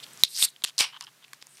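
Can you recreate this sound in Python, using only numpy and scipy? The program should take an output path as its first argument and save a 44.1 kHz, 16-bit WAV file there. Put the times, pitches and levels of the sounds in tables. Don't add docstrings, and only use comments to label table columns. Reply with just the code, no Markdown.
import sys
import numpy as np
from scipy import signal
from scipy.fft import rfft, irfft
from scipy.io import wavfile

SR = 44100
rng = np.random.default_rng(int(sys.argv[2]) if len(sys.argv) > 2 else 0)


def master_out(mix):
    frames = np.transpose(np.atleast_2d(mix))
    ceiling = np.clip(frames, -1, 1)
    pcm = np.round(ceiling * 32767).astype(np.int16)
    wavfile.write(sys.argv[1], SR, pcm)


def voltage_ratio(level):
    return 10 ** (np.asarray(level, float) / 20)


N = 70560
SNAP_S = 0.23569


def t_axis():
    return np.arange(N) / SR


def age(start_s):
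    return np.clip(t_axis() - start_s, 0, None)


def rms_one(x):
    return x / np.sqrt(np.mean(x ** 2) + 1e-20)


def at_hz(points, hz):
    table_hz, db = np.array(points).T
    return np.interp(np.log(hz), np.log(table_hz), db)


def peak(x, hz, width_hz):
    r = np.exp(-np.pi * width_hz / SR)
    poles = [1, -2 * r * np.cos(2 * np.pi * hz / SR), r * r]
    return signal.lfilter((1 - r * r) / 2 * np.array([1, 0, -1]), poles, x)


def steep(x, hz, width_hz):
    return peak(peak(x, hz, width_hz), hz, width_hz)


def peaks(x, table):
    return sum(voltage_ratio(db) * (-1) ** k * peak(x, hz, width_hz) for k, (hz, width_hz, db) in enumerate(table))


def turbulence(rough_db, rate_hz):
    r = np.exp(-2 * np.pi * rate_hz / SR)
    flicker = rms_one(signal.lfilter([1], [1, -2 * r, r * r], rng.standard_normal(N)))
    return rng.standard_normal(N) * voltage_ratio(rough_db * flicker)


def swell(start_s, length_s, edge):
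    u = (t_axis() - start_s) / length_s
    return np.sin(np.pi / 2 * np.clip(np.minimum(u, 1 - u) / edge, 0, 1)) ** 2


def timed(times, rows):
    return [(s, *row) for s, row in zip(times, rows)]


# (frequency [Hz], density [dB per Hz])
TONE_SPECTRUM = [(30, -30), (100, -28), (140, -5.5), (600, -8.5), (1500, -6), (4000, -7.5), (9000, -12),
                 (15500, -15.5)]
# (frequency [Hz], side minus mid [dB])
TONE_SIDE = [(60, -14), (500, -19), (900, -22.5), (1500, -35.5), (15000, -34.5)]
# (frequency [Hz], width [Hz], level [dB])
HUM = [(138, 30, -14.5), (379.7, 21, -24)]
TONE_DB, DUCK_DB, DUCK_S, RECOVERY_DB_PER_S = -51.5, -9.5, 0.01, 0.5


def room_tone():
    hz = np.maximum(np.fft.rfftfreq(N, 1 / SR), 10)
    spread = np.array([np.ones_like(hz), voltage_ratio(at_hz(TONE_SIDE, hz))])
    shape = voltage_ratio(at_hz(TONE_SPECTRUM, hz)) * spread
    mid, side = irfft(rfft(rng.standard_normal((2, N))) * shape, N)
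    scale = np.std(mid)
    hum = sum(voltage_ratio(db) * rms_one(steep(rng.standard_normal(N), f, width_hz)) for f, width_hz, db in HUM)
    since = age(SNAP_S)
    gain_db = TONE_DB + DUCK_DB * (1 - np.exp(-since / DUCK_S)) + RECOVERY_DB_PER_S * since
    return voltage_ratio(gain_db) * np.array([mid / scale + hum, side / scale])


# (frequency [Hz], width [Hz], level [dB])
LID_TREBLE = [(4996, 1200, 4), (7900, 2300, 2), (10030, 2200, -22), (11900, 20000, -3)]
# (frequency [Hz], width [Hz], level [dB])
LID_BASS = [(636, 600, -1.5), (1100, 160, 2), (2100, 1000, -4)]


def contacts(rows, burst_s, width_hz):
    out = np.zeros(N + SR)
    t = np.arange(1024) / SR
    envelope = np.exp(-t / burst_s) * np.clip(t / 0.0003, 0, 1)
    for s, db, hz, treble_db, bass_db in rows:
        burst = rng.standard_normal(len(t)) * envelope
        pitch = steep(burst, hz, width_hz)
        treble = steep(peaks(burst, LID_TREBLE), 9000, 11000)
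        bass = steep(peaks(burst, LID_BASS), 1400, 2500)
        i = int(s * SR)
        for part, rel_db in [(pitch, 0), (treble, treble_db), (bass, bass_db)]:
            out[i:i + len(t)] += voltage_ratio(db + rel_db) * part / np.abs(part).max()
    return out[:N]


# (time [s], peak [dB], pitch [Hz], treble [dB], bass [dB])
TICKS = [(0.0014, -34.5, 3500, -11.5, -26), (0.0652, -37.5, 2580, -9, -15),
         (0.1337, -32.5, 8200, -7.5, -21), (0.1434, -43, 7650, -15, -22), (0.1745, -35.5, 5500, -2, -16),
         (0.2051, -40.5, 2500, -5, -12), (1.225, -53, 3300, -14, -2), (1.4248, -29, 4500, -8, -5.5),
         (1.469, -39, 6640, 1.5, -11.5), (1.5489, -52, 8550, -16, -9), (1.571, -42.5, 5800, -6, -5),
         (1.584, -47, 5990, -14.5, 1), (1.281, -50.5, 1870, 3, -1), (1.316, -56, 1300, -25, -7),
         (1.332, -36.5, 4500, 3, -24), (1.334, -34.5, 7500, 1.5, -15.5)]


def ticks():
    return contacts(TICKS, burst_s=0.00039, width_hz=2000)


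# (time [s], length [s])
SWELL_AT = [(.025, .024), (.03, .016), (.185, .048), (.236, .0215), (.24, .016), (.25, .04), (.33, .095),
            (.36, .13), (.43, .024), (.44, .06), (.45, .065), (.49, .055), (.642, .07), (1.222, .02),
            (1.239, .012), (1.336, .016), (1.41, .024), (1.47, .13), (1.545, .016), (1.565, .042)]
# (level [dB], pitch [Hz], width [Hz])
SWELLS = [(-41.5, 3570, 1200), (-50.5, 7760, 1700), (-48.5, 4500, 4500), (-35.5, 2300, 6000),
          (-32.5, 3870, 1200), (-44.5, 3900, 1200), (-35, 4830, 1600), (-40.5, 2130, 1400),
          (-24.5, 8800, 2100), (-42.5, 3800, 820), (-50.5, 7800, 4000), (-60, 4100, 700), (-43.5, 3200, 4000),
          (-58.5, 3200, 410), (-46.5, 2830, 1600), (-57, 2900, 6000), (-53, 3750, 2000), (-59, 8600, 1300),
          (-55.5, 5100, 2240), (-56.5, 3100, 5600)]


def grainy_swells():
    grain = turbulence(2.0, rate_hz=403)
    out = np.zeros(N)
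    for (s, length_s), (db, hz, width_hz) in zip(SWELL_AT, SWELLS):
        out += voltage_ratio(db) * swell(s, length_s, edge=0.31) * rms_one(steep(grain, hz, 1.5 * width_hz))
    return out


# (frequency [Hz], level [dB], T60 [s])
SNAP_MODES = [(1300, -31, .006), (2500, -16.5, 0.0066), (4560, -10, .004), (5700, -10.5, 0.0059),
              (7425, -8, 0.0023), (8900, -8, 0.0022), (3790, -14.5, .009), (3989, -1.5, .008),
              (6700, -18.5, 0.01), (9660, -6, 0.0034), (12160, -9.5, 0.0036)]


def snap():
    t = age(SNAP_S)
    ring = sum(voltage_ratio(7.5 + db - 60 * t / t60_s) * np.sin(2 * np.pi * hz * t) for hz, db, t60_s in SNAP_MODES)
    return (1 - np.exp(-t / 0.00023)) * ring


# (time [s], peak [dB], pitch [Hz], T60 [s])
THUMPS = [(.2362, -33, 150, .012), (.2360, -31, 380, .006), (.6395, -40, 450, .015), (.648, -40, 400, .012),
          (1.4252, -56, 350, .015), (.4256, -36, 330, .012), (.6425, -43, 300, .012),
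          (.8064, -32, 350, .012), (.810, -42, 130, .03), (.8075, -30, 620, .018), (.4262, -36, 650, .01)]


def thumps():
    out = np.zeros(N)
    for s, db, hz, t60_s in THUMPS:
        t = age(s)
        out += voltage_ratio(db - 60 * t / t60_s) * np.sin(2 * np.pi * hz * t)
    return out


def jet(start_s, full_s, stop_s, first_db, last_db, colour, sputter_db):
    t = t_axis()
    gate = np.clip((t - start_s) / 0.048, 0, 1) * np.exp(-age(stop_s) / 0.0036)
    level = voltage_ratio(np.interp(t, [start_s, full_s], [first_db, last_db]))
    return level * gate * rms_one(peaks(turbulence(sputter_db, rate_hz=250), colour))


# (start [s], full [s], stop [s])
SEEP_S = (.262, .38, .40)
LEAK_S = (.352, .436, .453)
# (first [dB], last [dB])
SEEP_DB = (-49, -39.5)
LEAK_DB = (-38.5, -19.5)
# (frequency [Hz], width [Hz], level [dB])
SEEP_PEAKS = [(4000, 1200, -5), (5230, 1300, -5.5), (8440, 1300, -4), (12800, 2000, -12.5)]
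LEAK_PEAKS = [(1200, 1204, -14.5), (2484, 2400, -6.5), (4395, 1400, 4.5), (5600, 650, 3.5), (8520, 1400, 6),
              (13400, 2080, -6.5)]


def leak():
    seep = jet(*SEEP_S, *SEEP_DB, SEEP_PEAKS, sputter_db=1.5)
    return seep + jet(*LEAK_S, *LEAK_DB, LEAK_PEAKS, sputter_db=1)


CRACK_AT = [.3640, .3743, .3857, .3952, .4259, .6383, .6402, .6425, .6478, 1.0088]
# (peak [dB], pitch [Hz], treble [dB], bass [dB])
CRACKS = [(-22, 4500, -4, -26), (-23.5, 4100, -7.5, -24), (-22.5, 6200, -8, -27), (-19, 9000, -6.5, -27),
          (-16, 3500, -1.5, -11), (-12.5, 3200, -4.5, -19.5), (-15, 3200, -4.5, -20.5),
          (-8, 3410, -2.5, -18.5), (-10.5, 3300, -4, -16), (-23.5, 4740, -4.5, -11.5)]


def cracks():
    return contacts(timed(CRACK_AT, CRACKS), burst_s=0.001, width_hz=2100)


PING_S = [.4259]
TAP_S = [.5628, .6035, .6203, .6755, .6832, .6962, 1.0683, 1.0693, 1.0815]
KNOCK_S = [1.3322, 1.3341]
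PING_DB = [-7]
TAP_DB = [-35.5, -56, -50, -28.5, -30, -32, -38, -33, -51]
KNOCK_DB = [-28.5, -30]
# (frequency [Hz], width [Hz], level [dB])
PING_PEAKS = [(3607, 180, 0)]
TAP_PEAKS = [(1500, 350, -9.5), (3160, 310, 5), (5160, 600, -11)]
KNOCK_PEAKS = [(1144, 190, -4), (1800, 210, 0.5), (2396, 116, 1), (3430, 160, -3.5), (4650, 330, -8.5)]


def blows(times, levels_db, body):
    clicks = np.zeros(N)
    for s, db in zip(times, levels_db):
        clicks[int(s * SR)] = voltage_ratio(db)
    ring = peaks(np.eye(1, 1024)[0], body)
    return np.convolve(clicks, ring / np.abs(ring).max())[:N]


def knocks():
    taps = blows(TAP_S, TAP_DB, TAP_PEAKS)
    return blows(PING_S, PING_DB, PING_PEAKS) + taps + blows(KNOCK_S, KNOCK_DB, KNOCK_PEAKS)


CREAK_AT = [.6217, .6619, .6755, .6832, .6882, .6962, .7048, .7655, 1.0035, 1.0235, 1.0262, 1.0395, 1.0445,
            1.0468]
# (peak [dB], pitch [Hz], treble [dB], bass [dB])
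CREAKS = [(-31.5, 3240, -15, -8), (-32, 3370, -7.5, -7), (-36, 4700, 0, -25), (-39, 4900, -2, -20),
          (-38, 3200, -2, -8), (-40, 5000, -6, -20), (-41.5, 3400, -6, -3), (-48.5, 4500, -8.5, -25),
          (-48, 5500, -4, -14), (-32.5, 4630, -3, -25), (-35.5, 4400, -7.5, -11), (-35.5, 5300, -4, -16),
          (-38.5, 5200, -8.5, -23), (-39, 5500, -8.5, -17)]


def creaks():
    return contacts(timed(CREAK_AT, CREAKS), burst_s=0.00055, width_hz=1400)


# (time [s], peak [dB], pitch [Hz], treble [dB], bass [dB])
TEARS = [
    (.7765, -48, 4500, -11, -17),
    (.7803, -15, 4540, -12.5, -20.5),
    (.7828, -21.5, 4850, -12, -18),
    (.7893, -8, 4500, -7.5, -19),
    (.7932, -15, 4500, -7, -31),
    (.7972, -16, 4600, -8.5, -28),
    (.8000, -14, 4806, -9, -21),
    (.8025, -15, 4560, -6, -17),
    (.8045, -12.5, 4540, -7, -39),
    (.8066, -10, 3300, -7, -34),
]


def tears():
    return contacts(TEARS, burst_s=0.0022, width_hz=1800)


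# (frequency [Hz], width [Hz], level [dB])
RUSH_PEAKS = [(950, 514, -7.5), (2330, 486, 0.5), (2990, 326, 4.5), (3930, 2100, -3), (5550, 900, 0),
              (7500, 3100, -8.5), (9500, 3000, -11), (13600, 2700, -14)]
RUSH_S, RUSH_RISE_S, RUSH_DB, RUSH_T60_S, RUSH_DULLING_S = 0.7923, 0.025, -16.5, 0.21, 0.06


def rush():
    t = age(RUSH_S)
    noise = turbulence(1.0, rate_hz=130)
    bands = np.zeros(N)
    for k, (hz, width_hz, db) in enumerate(RUSH_PEAKS):
        fall_db = 60 * t / RUSH_T60_S + t / RUSH_DULLING_S * hz / 1000
        bands += voltage_ratio(db - fall_db) * (-1) ** k * steep(noise, hz, 1.49 * width_hz)
    return voltage_ratio(RUSH_DB + 11.0) * np.clip(t / RUSH_RISE_S, 0, 1) * bands


# (time [s], length [s])
FIZZ_AT = [(.92, .064), (1.008, .014), (1.018, .036), (1.066, .031), (1.221, .022)]
FIZZ_DB = [-47, -44, -50.5, -52.5, -60]
# (frequency [Hz], width [Hz], level [dB])
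FIZZ_PEAKS = [(955, 168, 3), (1510, 790, -12), (3014, 330, -6.5), (4830, 470, -42)]


def fizz():
    grain = peaks(turbulence(2.7, rate_hz=130), FIZZ_PEAKS)
    level = sum(voltage_ratio(db) * swell(s, length_s, edge=0.2) for (s, length_s), db in zip(FIZZ_AT, FIZZ_DB))
    return level * rms_one(steep(grain, 1900, 4900))


# (delay [s], level [dB])
ECHOES = [(.0092, -37), (0.0134, -40), (0.0152, -39), (.0205, -42)]
ROOM_DB, ROOM_T60_S, ROOM_HZ, ROOM_WIDTH_HZ, ROOM_SIDE_DB = -21.5, 0.13, 4500, 4200, -21


def room(x):
    t = np.arange(SR // 3) / SR
    tail = rng.standard_normal((2, len(t))) * voltage_ratio(-60 * t / ROOM_T60_S) * np.clip(t / 0.012, 0, 1)
    tail = voltage_ratio(ROOM_DB) * tail / np.sqrt(np.sum(tail[0] ** 2))
    for s, db in ECHOES:
        tail += voltage_ratio(db) * rng.standard_normal(len(t)) * (t >= s) * np.exp(-np.abs(t - s) / 0.00022)
    tail[1] *= voltage_ratio(ROOM_SIDE_DB)
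    return signal.fftconvolve(peak(tail, ROOM_HZ, ROOM_WIDTH_HZ), x[None], axes=1)[:, :N]


def scene():
    metal = ticks() + snap() + thumps() + cracks() + knocks() + creaks() + tears()
    can = metal + grainy_swells() + leak() + rush() + fizz()
    mid, side = room(can) + room_tone()
    return np.array([can + mid + side, can + mid - side])


def top_cut(x):
    return signal.sosfilt(signal.butter(12, 15680, fs=SR, output="sos"), x)


TOP, GLITCH_S, GLITCH_DB = 1.0, 0.23578, -7


def record(dry):
    soft = signal.sosfilt(signal.butter(4, 15000, fs=SR, output="sos"), dry)
    glitch = voltage_ratio(GLITCH_DB) * (np.arange(N) == int(GLITCH_S * SR)) * np.array([[0], [-2]])
    mix = np.clip(np.clip(soft, -TOP, TOP) + glitch, -TOP, TOP)
    return top_cut(mix)


dry = scene()
out = record(dry)
master_out(out)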